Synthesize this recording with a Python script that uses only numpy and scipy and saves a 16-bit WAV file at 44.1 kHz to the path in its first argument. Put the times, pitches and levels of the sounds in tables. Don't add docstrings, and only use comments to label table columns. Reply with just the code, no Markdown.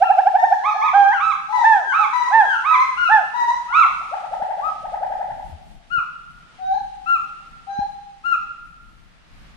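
import sys
import numpy as np
from scipy import signal
from scipy.fft import rfft, irfft, next_fast_len
from scipy.io import wavfile
from scipy.ndimage import uniform_filter1d, minimum_filter1d

SR = 44100
rng = np.random.default_rng(int(sys.argv[2]) if len(sys.argv) > 2 else 0)


def wrap_up_sound(samples):
    columns = np.atleast_2d(samples).T
    tamed = np.clip(columns, -1, 1)
    steps = np.round(tamed * 32767).astype(np.int16)
    wavfile.write(sys.argv[1], SR, steps)


N = 421596
TIME = np.arange(N) / SR


def from_db(db):
    return 10 ** (np.asarray(db) / 20)


def rms_one(x):
    return x / np.sqrt(np.mean(x ** 2) + 1e-20)


def at_hz(points, hz):
    known_hz, values = np.transpose(points)
    return np.interp(np.log(np.maximum(hz, 1)), np.log(known_hz), values)


def at_time(points):
    return np.interp(TIME, *np.transpose(points))


def drift(rate):
    knots = rng.standard_normal(N // 20)
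    return rms_one(np.interp(TIME * rate * 2, np.arange(len(knots)), knots))


TRILL_START_S, TRILL_GAP_S, TRILL_SLOWING_S = .0265, .0813, .0008
TRILL_DB, TRILL_LOSS_DB, TRILL_HZ = -10.5, 0.36, 774.5
# start_s, level_db
LATE_FLICK = [(.763, -24.5)]
# freq_hz, level_db (re fundamental)
TRILL_THROAT = [(2400, -35.5), (3400, -46), (4300, -58.5), (5200, -43.5), (8000, -67)]


def trill_pulses(count):
    k = np.arange(count)
    times_s = TRILL_START_S + TRILL_GAP_S * k + TRILL_SLOWING_S * k * (k - 1) / 2
    return list(zip(times_s, TRILL_DB - TRILL_LOSS_DB * k))


def close_trill():
    notes = flicks(trill_pulses(count=7) + LATE_FLICK, TRILL_HZ, octaves_per_s=13,
                   attack_s=0.01, release_s=0.011, roundness=1.26,
                   second_db=-26.5, mouth_db=16, mouth_hz=1790, mouth_width_hz=170)
    return sing(notes, TRILL_THROAT, jitter=0.009, fade_s=0.0021, press=2)


# start_s, length_s, pitch_hz, slide_hz_per_s, final_bend_hz, level_db, swell_db (over the note),
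# second_harmonic_db
LONG_HOOT = [(.93, .214, 824.8, -300, 358, -14, -5, -13.5)]
# start_s, rise_s, hold_s, fall_s, first_hz, crest_hz, last_hz, level_db, swell_db (over the note),
# second_harmonic_db
CLOSE_HOOTS = [(1.627, 0.035, 0.016, 0.22, 578, 902.5, 322, -13, 6, -10),
               (2.294, 0.063, 0.017, 0.12, 528, 904, 356, -12.5, 11, -8.5),
               (3.074, 0.055, 0.007, 0.118, 497, 884, 443, -14.5, 7, -6)]
# freq_hz, level_db (re fundamental)
CLOSE_THROAT = [(1500, -28), (2700, -31), (3500, -35), (4200, -49), (4900, -44), (5700, -42), (7200, -52),
                (8100, -45), (10500, -60)]


def close_hoots():
    held = holds(LONG_HOOT, scoop_share=0.18, attack_s=0.0076, slack_db=30, bright_db=30)
    arched = arches(CLOSE_HOOTS, rise_curve=2.1, fall_curve=1.84, attack_s=0.0053,
                    slack_db=45.5, slack_octaves=0.59, mouth_db=4, mouth_hz=1800, mouth_width_hz=85)
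    return sing(held + arched, CLOSE_THROAT, jitter=0.0015, fade_s=.003, press=3)


WHOOPS = [(0.627, 0.069, 0.0, 0.026, 825, 1285, 995, -21.5, -10, -20.5),
          (0.808, 0.048, 0.011, 0.04, 929, 1251, 890, -22, 3.5, -19),
          (1.193, 0.059, 0.04, 0.044, 999, 1311, 945, -21.2, 4, -22),
          (1.912, 0.073, 0.0073, 0.076, 861, 1324, 982, -20.5, 2, -19),
          (2.631, 0.06, 0.022, 0.072, 847, 1288, 857, -20.0, 4.5, -19.5),
          (3.697, 0.1, 0.0015, 0.073, 669, 1329, 583, -15.5, 6, -19)]
# freq_hz, level_db (re fundamental)
WHOOP_THROAT = [(2200, -25), (3400, -23), (4000, -31), (4600, -46), (6400, -41), (8000, -49), (10500, -54)]


def whoops():
    notes = arches(WHOOPS, rise_curve=2.01, fall_curve=1.83, attack_s=.0027,
                   slack_db=27, slack_octaves=0.59, mouth_db=12.5, mouth_hz=2173, mouth_width_hz=347)
    return sing(notes, WHOOP_THROAT, jitter=.006, fade_s=0.0044, press=0.41)


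HELD_WAILS = [(0.376, 0.26, 937, -439, -170, -31.5, -7, -9.5),
              (0.616, 0.28, 844.5, 49.5, 598, -28, 6.5, -17), (1.52, 0.15, 1035, -1002, -29, -22, 6, -13.5),
              (2.124, 0.17, 1018, -550, 163, -22, 0, -16), (2.701, 0.135, 1012, -61.5, 86.5, -22, 11, -9.5),
              (3.332, 0.11, 985.4, -265, -10.5, -22.5, 11, -15.5),
              (3.473, 0.042, 963, -28.5, 48, -18, 2, -16)]
ARCHED_WAILS = [(0.02, 0.037, 0.014, 0.044, 1144, 1384, 1080, -34, -7, -18.5),
                (1.046, 0.034, 0.0029, 0.12, 1396, 1648, 1223, -25.5, 14, -24),
                (1.482, 0.052, 0.0011, 0.068, 786, 874, 797, -27, 3, -35),
                (1.824, 0.042, 0.013, 0.083, 1466, 1623, 1210, -26, 23.5, -27.5),
                (1.983, 0.036, 0, 0.033, 741, 856, 861, -25, -6, -25),
                (2.436, 0.028, 0.005, 0.104, 1400, 1653, 1283, -22.5, 11, -23),
                (2.964, 0.029, 0.021, 0.084, 1256, 1446, 1207, -22.5, 4, -23),
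                (3.666, 0.062, 0.046, 0.054, 1066, 1445, 1304, -28, 14, -28.5)]
# freq_hz, level_db (re fundamental)
WAIL_THROAT = [(2700, -39), (3300, -36), (4000, -27), (4500, -41), (5900, -34), (6900, -39), (7500, -47),
               (8200, -43), (10500, -57)]


def wails():
    held = holds(HELD_WAILS, scoop_share=.1, attack_s=0.0042, slack_db=9, bright_db=19)
    arched = arches(ARCHED_WAILS, rise_curve=1.87, fall_curve=1.69, attack_s=.0083,
                    slack_db=12.5, slack_octaves=0.35, mouth_db=14.5, mouth_hz=2500, mouth_width_hz=440)
    return sing(held + arched, WAIL_THROAT, jitter=0.0006, fade_s=0.005, press=2.4)


SOFT_TRILL_HZ = 822
# peak_s, level_db
SOFT_TRILL = [(4.025, -40.5), (4.142, -22), (4.249, -27), (4.339, -22), (4.425, -19.5), (4.512, -21),
              (4.6, -23), (4.69, -27), (4.857, -26), (4.946, -22.5), (5.036, -19.5), (5.126, -21.5),
              (5.216, -22), (5.309, -27), (5.4, -29.5)]


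def soft_trill():
    notes = flicks(SOFT_TRILL, SOFT_TRILL_HZ, octaves_per_s=23,
                   attack_s=0.014, release_s=0.0053, roundness=1.25,
                   second_db=-23.5, mouth_db=28, mouth_hz=2093, mouth_width_hz=272)
    return sing(notes, TRILL_THROAT, jitter=0.0048, fade_s=0.0046, press=1.4)


LATE_HOOTS = [(4.603, 0.075, 0.003, 0.038, 970, 1290, 989, -25, -9, -37),
              (5.894, 0.035, 0.0094, 0.1, 1157, 1442, 857, -20, 17, -19.5),
              (7.054, 0.036, 0.04, 0.069, 1220, 1382, 940, -21, 2.5, -19.5),
              (8.232, 0.034, 0.039, 0.061, 1202, 1401, 1111, -21, 6.5, -20)]
# freq_hz, level_db (re fundamental)
LATE_THROAT = [(3000, -46), (4200, -36), (5600, -44), (7000, -43), (8400, -47), (10500, -53)]


def late_hoots():
    notes = arches(LATE_HOOTS, rise_curve=1.93, fall_curve=1.81, attack_s=0.018,
                   slack_db=37.5, slack_octaves=0.41, mouth_db=10.0, mouth_hz=2460, mouth_width_hz=185)
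    return sing(notes, LATE_THROAT, jitter=0.001, fade_s=0.0069, press=3)


LOW_HOOTS = [(6.577, 0.188, 760, 20, 146, -27.5, 19, -24.5),
             (7.662, 0.15, 798.4, -26.5, 60.6, -26, 5.5, -25)]
# freq_hz, level_db (re fundamental)
LOW_THROAT = [(2350, -39), (3200, -48), (3850, -32), (4250, -26), (4700, -49), (6300, -42), (7500, -57)]


def low_hoots():
    notes = holds(LOW_HOOTS, scoop_share=0.068, attack_s=0.012, slack_db=51.5, bright_db=31.5)
    return sing(notes, LOW_THROAT, jitter=0.0005, fade_s=0.0076, press=3)


def flicks(pulses, pitch_hz, octaves_per_s, attack_s, release_s, roundness,
           second_db, mouth_db, mouth_hz, mouth_width_hz):
    t = np.linspace(-.034, .022, 57)
    hz = pitch_hz * 2 ** (octaves_per_s * t)
    bell_db = -10 * np.abs(t / np.where(t < 0, attack_s, release_s)) ** roundness
    mouth = mouth_db * np.exp(-((2 * hz - mouth_hz) / mouth_width_hz) ** 2)
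    return [np.c_[s + t, hz, db + bell_db, second_db + mouth] for s, db in pulses]


def arches(rows, rise_curve, fall_curve, attack_s, slack_db, slack_octaves, mouth_db, mouth_hz, mouth_width_hz):
    notes, u = [], np.linspace(0, 1, 80)
    for start, rise, hold, fall, first_hz, crest_hz, last_hz, db, swell_db, second_db in rows:
        t = u * (rise + hold + fall)
        rising = np.maximum(1 - t / rise, 0) ** rise_curve
        falling = np.maximum((t - rise - hold) / fall, 0) ** fall_curve
        hz = crest_hz + (first_hz - crest_hz) * rising + (last_hz - crest_hz) * falling
        octaves = np.abs(np.log2(crest_hz / hz))
        slack = slack_db * np.tanh((octaves / slack_octaves) ** 1.614)
        level_db = db + swell_db * (u - .5) - slack - 20 * np.exp(-t / attack_s)
        mouth = mouth_db * np.exp(-((2 * hz - mouth_hz) / mouth_width_hz) ** 2)
        notes.append(np.c_[start + t, hz, level_db, second_db + mouth])
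    return notes


SCOOP_S, UPTURN_S = .012, .02


def holds(rows, scoop_share, attack_s, slack_db, bright_db):
    notes, u = [], np.linspace(0, 1, 80)
    for start, length, pitch_hz, slide, upturn_hz, db, swell_db, second_db in rows:
        t = u * length
        held_hz = pitch_hz + slide * t
        scoop = 1 - scoop_share * np.exp(-t / SCOOP_S)
        hz = held_hz * scoop + upturn_hz * np.exp((t - length) / UPTURN_S)
        octaves = np.abs(np.log2(hz / held_hz))
        level_db = db + swell_db * (u - .5) - slack_db * octaves - 20 * np.exp(-t / attack_s)
        notes.append(np.c_[start + t, hz, level_db, second_db + bright_db * octaves])
    return notes


SHIMMER_DB = 2


def sing(notes, throat, jitter, fade_s, press):
    out = np.zeros(N)
    waver = 1 + jitter * (drift(35) + drift(250))
    flutter = from_db(SHIMMER_DB * drift(40))
    for note in notes:
        s, hz, level_db, second_db = np.transpose(note)
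        span = slice(max(int(s[0] * SR), 0), int(s[-1] * SR))
        t = TIME[span]
        pitch = uniform_filter1d(np.interp(t, s, hz), size=len(t) // 10, mode="nearest")
        phase = 2 * np.pi * np.cumsum(pitch * waver[span]) / SR
        effort = np.minimum(pitch / np.median(pitch), 1) ** press
        second = from_db(np.interp(t, s, second_db)) * np.sqrt(effort) * np.sin(2 * phase)
        orders = range(3, int(throat[-1][0] / hz.max()) + 1)
        high = effort * sum(from_db(at_hz(throat, k * pitch)) * np.sin(k * phase) for k in orders)
        edge_s = np.minimum(t - t[0], t[-1] - t)
        gate = np.sin(np.pi / 2 * np.clip(edge_s / (2 * fade_s), 0, 1)) ** 2
        tone = np.sin(phase) + flutter[span] * (second + high)
        out[span] += gate * from_db(np.interp(t, s, level_db)) * np.sqrt(2) * tone
    return out


def gibbons():
    trill, hoots, whoop, wail = close_trill(), close_hoots(), whoops(), wails()
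    soft, late, low = soft_trill(), late_hoots(), low_hoots()
    direct = (place(from_db(5.5) * trill + from_db(3.0) * hoots, pan_db=-4.5, lead_ms=-0.072)
              + place(from_db(2.5) * whoop, pan_db=-9, lead_ms=-0.0084)
              + place(from_db(1.0) * wail, pan_db=11, lead_ms=0.22)
              + place(from_db(1.6) * late + from_db(-2.0) * low, pan_db=12.5, lead_ms=.26)
              + place(from_db(1.5) * soft, pan_db=6.5, lead_ms=0.17))
    scattered = (from_db(-3.5) * trill + from_db(-6) * hoots + from_db(0.5) * whoop + from_db(1.5) * wail
                 + from_db(-0.5) * late + from_db(2.5) * low + soft)
    straight = through_leaves(direct + from_db(-5.5) * trunk_echoes(scattered), corner_hz=6800)
    return straight + from_db(3.5) * forest(scattered, build_s=0.015, early_db=4.5, early_s=.08)


def place(x, pan_db, lead_ms):
    right = np.interp(TIME - lead_ms / 1000, TIME, x)
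    return np.array([x * from_db(pan_db / 2), right * from_db(-pan_db / 2)])


# delay_s, level_db (before the mix), left_over_right_db
TRUNKS = [(.011, -11, 5), (.019, -4, -2.5), (.032, -4, 3.5), (.044, -6.5, -5), (.059, -18, 5),
          (.074, -7, -2), (.093, -14.5, -1.5), (.118, -21.5, -0.5)]


def trunk_echoes(x):
    out = np.zeros((2, N))
    for delay_s, db, pan_db in TRUNKS:
        lag = int(delay_s * SR)
        out[:, lag:] += from_db([[db + pan_db / 2], [db - pan_db / 2]]) * x[:N - lag]
    return out


def through_leaves(x, corner_hz):
    return signal.sosfilt(signal.butter(1, corner_hz, fs=SR, output="sos"), x)


# freq_hz, t60_s
FOREST_T60 = [(400, 2.2), (800, 1.166), (1400, 1.223), (2400, 1.2), (3600, 1.1), (6000, 2.1), (11000, 0.45)]


def forest(x, build_s, early_db, early_s):
    t = TIME[:SR * 3 // 2]
    scatter = rfft(rng.standard_normal((2, len(t))))
    hz = np.fft.rfftfreq(len(t), 1 / SR)
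    centres, t60s = np.transpose(FOREST_T60)
    response = 0
    for share, t60 in zip(np.eye(len(centres)), t60s):
        band = irfft(scatter * at_hz(np.c_[centres, share], hz), len(t))
        response = response + band * np.exp(-np.log(1000) * t / t60)
    shape = (1 - np.exp(-(t / build_s) ** 2)) * (1 + from_db(early_db) * np.exp(-t / early_s))
    energy = np.sum((shape * np.exp(-np.log(1000) * t / t60s.max())) ** 2)
    return signal.fftconvolve(x[None], response * shape / np.sqrt(energy), axes=1)[:, :N]


# centre_s, level_db (before panning), pitch_hz, length_s
BUMPS = [(4.425, -36, 208.7, 0.0015), (5.322, -44, 129.6, 0.0084), (5.541, -32.5, 77.8, 0.013),
         (5.983, -31, 113.9, 0.0016), (7.791, -23, 195.5, 0.0015), (7.814, -38, 59.4, .005)]


def bumps():
    out = np.zeros(N)
    for s, db, hz, length_s in BUMPS:
        t = TIME - s
        decay = np.minimum(np.hypot(t / length_s, 1) - 1, 20)
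        out += from_db(db) * np.exp(-decay) * np.cos(2 * np.pi * hz * t)
    return place(out, pan_db=8.5, lead_ms=0)


# (per Hz, relative)
LEAVES = [(1500, -1.5), (3000, 2.5), (5500, -7.5), (7500, -11.5), (9500, -11), (11000, -24.5),
          (13000, -46.5)]
# time_s, level_db
RUSTLE = [(0, -49), (1, -56.5), (2.5, -48.5), (3.6, -53.5), (3.95, -50), (4.5, -53), (5.4, -57),
          (5.8, -61.5), (7.3, -57.5), (7.55, -59), (8.0, -61.5), (9.56, -68)]


def leaves():
    return from_db(at_time(RUSTLE) + drift(29)) * coloured_noise(LEAVES)


AIR_DB = -56
# (per Hz, relative)
AIR = [(100, -15.5), (170, -4), (280, -10.5), (400, -15.5), (700, -11), (1500, -9.5), (2500, -13.5),
       (5000, -21.5), (9700, -37.5), (11000, -55.5), (13000, -55.5)]


def air():
    return from_db(AIR_DB + 2.0 * drift(1.9)) * coloured_noise(AIR)


# (per Hz, relative)
RUMBLE = [(10, -19), (22, -2), (45, -2), (70, -13.5), (105, -16.5), (160, -11), (300, -23.5), (600, -50)]
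# time_s, level_db (before gusts and panning)
BREEZE = [(0, -62), (1.2, -55.5), (1.7, -65), (3.2, -58), (4.2, -52), (4.8, -54), (5.3, -46.5),
          (6.2, -52.5), (7, -52), (8.2, -55.5), (9.1, -50.5), (9.56, -46)]


def rumble():
    gusts_db = 3 * drift(6)
    return from_db(at_time(BREEZE) + gusts_db) * coloured_noise(RUMBLE) * from_db([[1.5], [-1.5]])


def coloured_noise(spectrum):
    size = next_fast_len(N)
    white = rfft(rng.standard_normal((2, size)))
    weight = from_db(at_hz(spectrum, np.fft.rfftfreq(size, 1 / SR)))
    return rms_one(irfft(white * weight, size)[:, :N])


def scene():
    return gibbons() + bumps() + leaves() + air() + rumble()


CUTOFF_HZ = 12400


def record(dry):
    needed = np.minimum(1, .9 / (np.abs(dry).max(axis=0) + 1e-9))
    gain = uniform_filter1d(minimum_filter1d(needed, size=400), size=400)
    return signal.sosfilt(signal.ellip(10, .1, 80, CUTOFF_HZ, fs=SR, output="sos"), dry * gain)


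dry = scene()
out = record(dry)
wrap_up_sound(out)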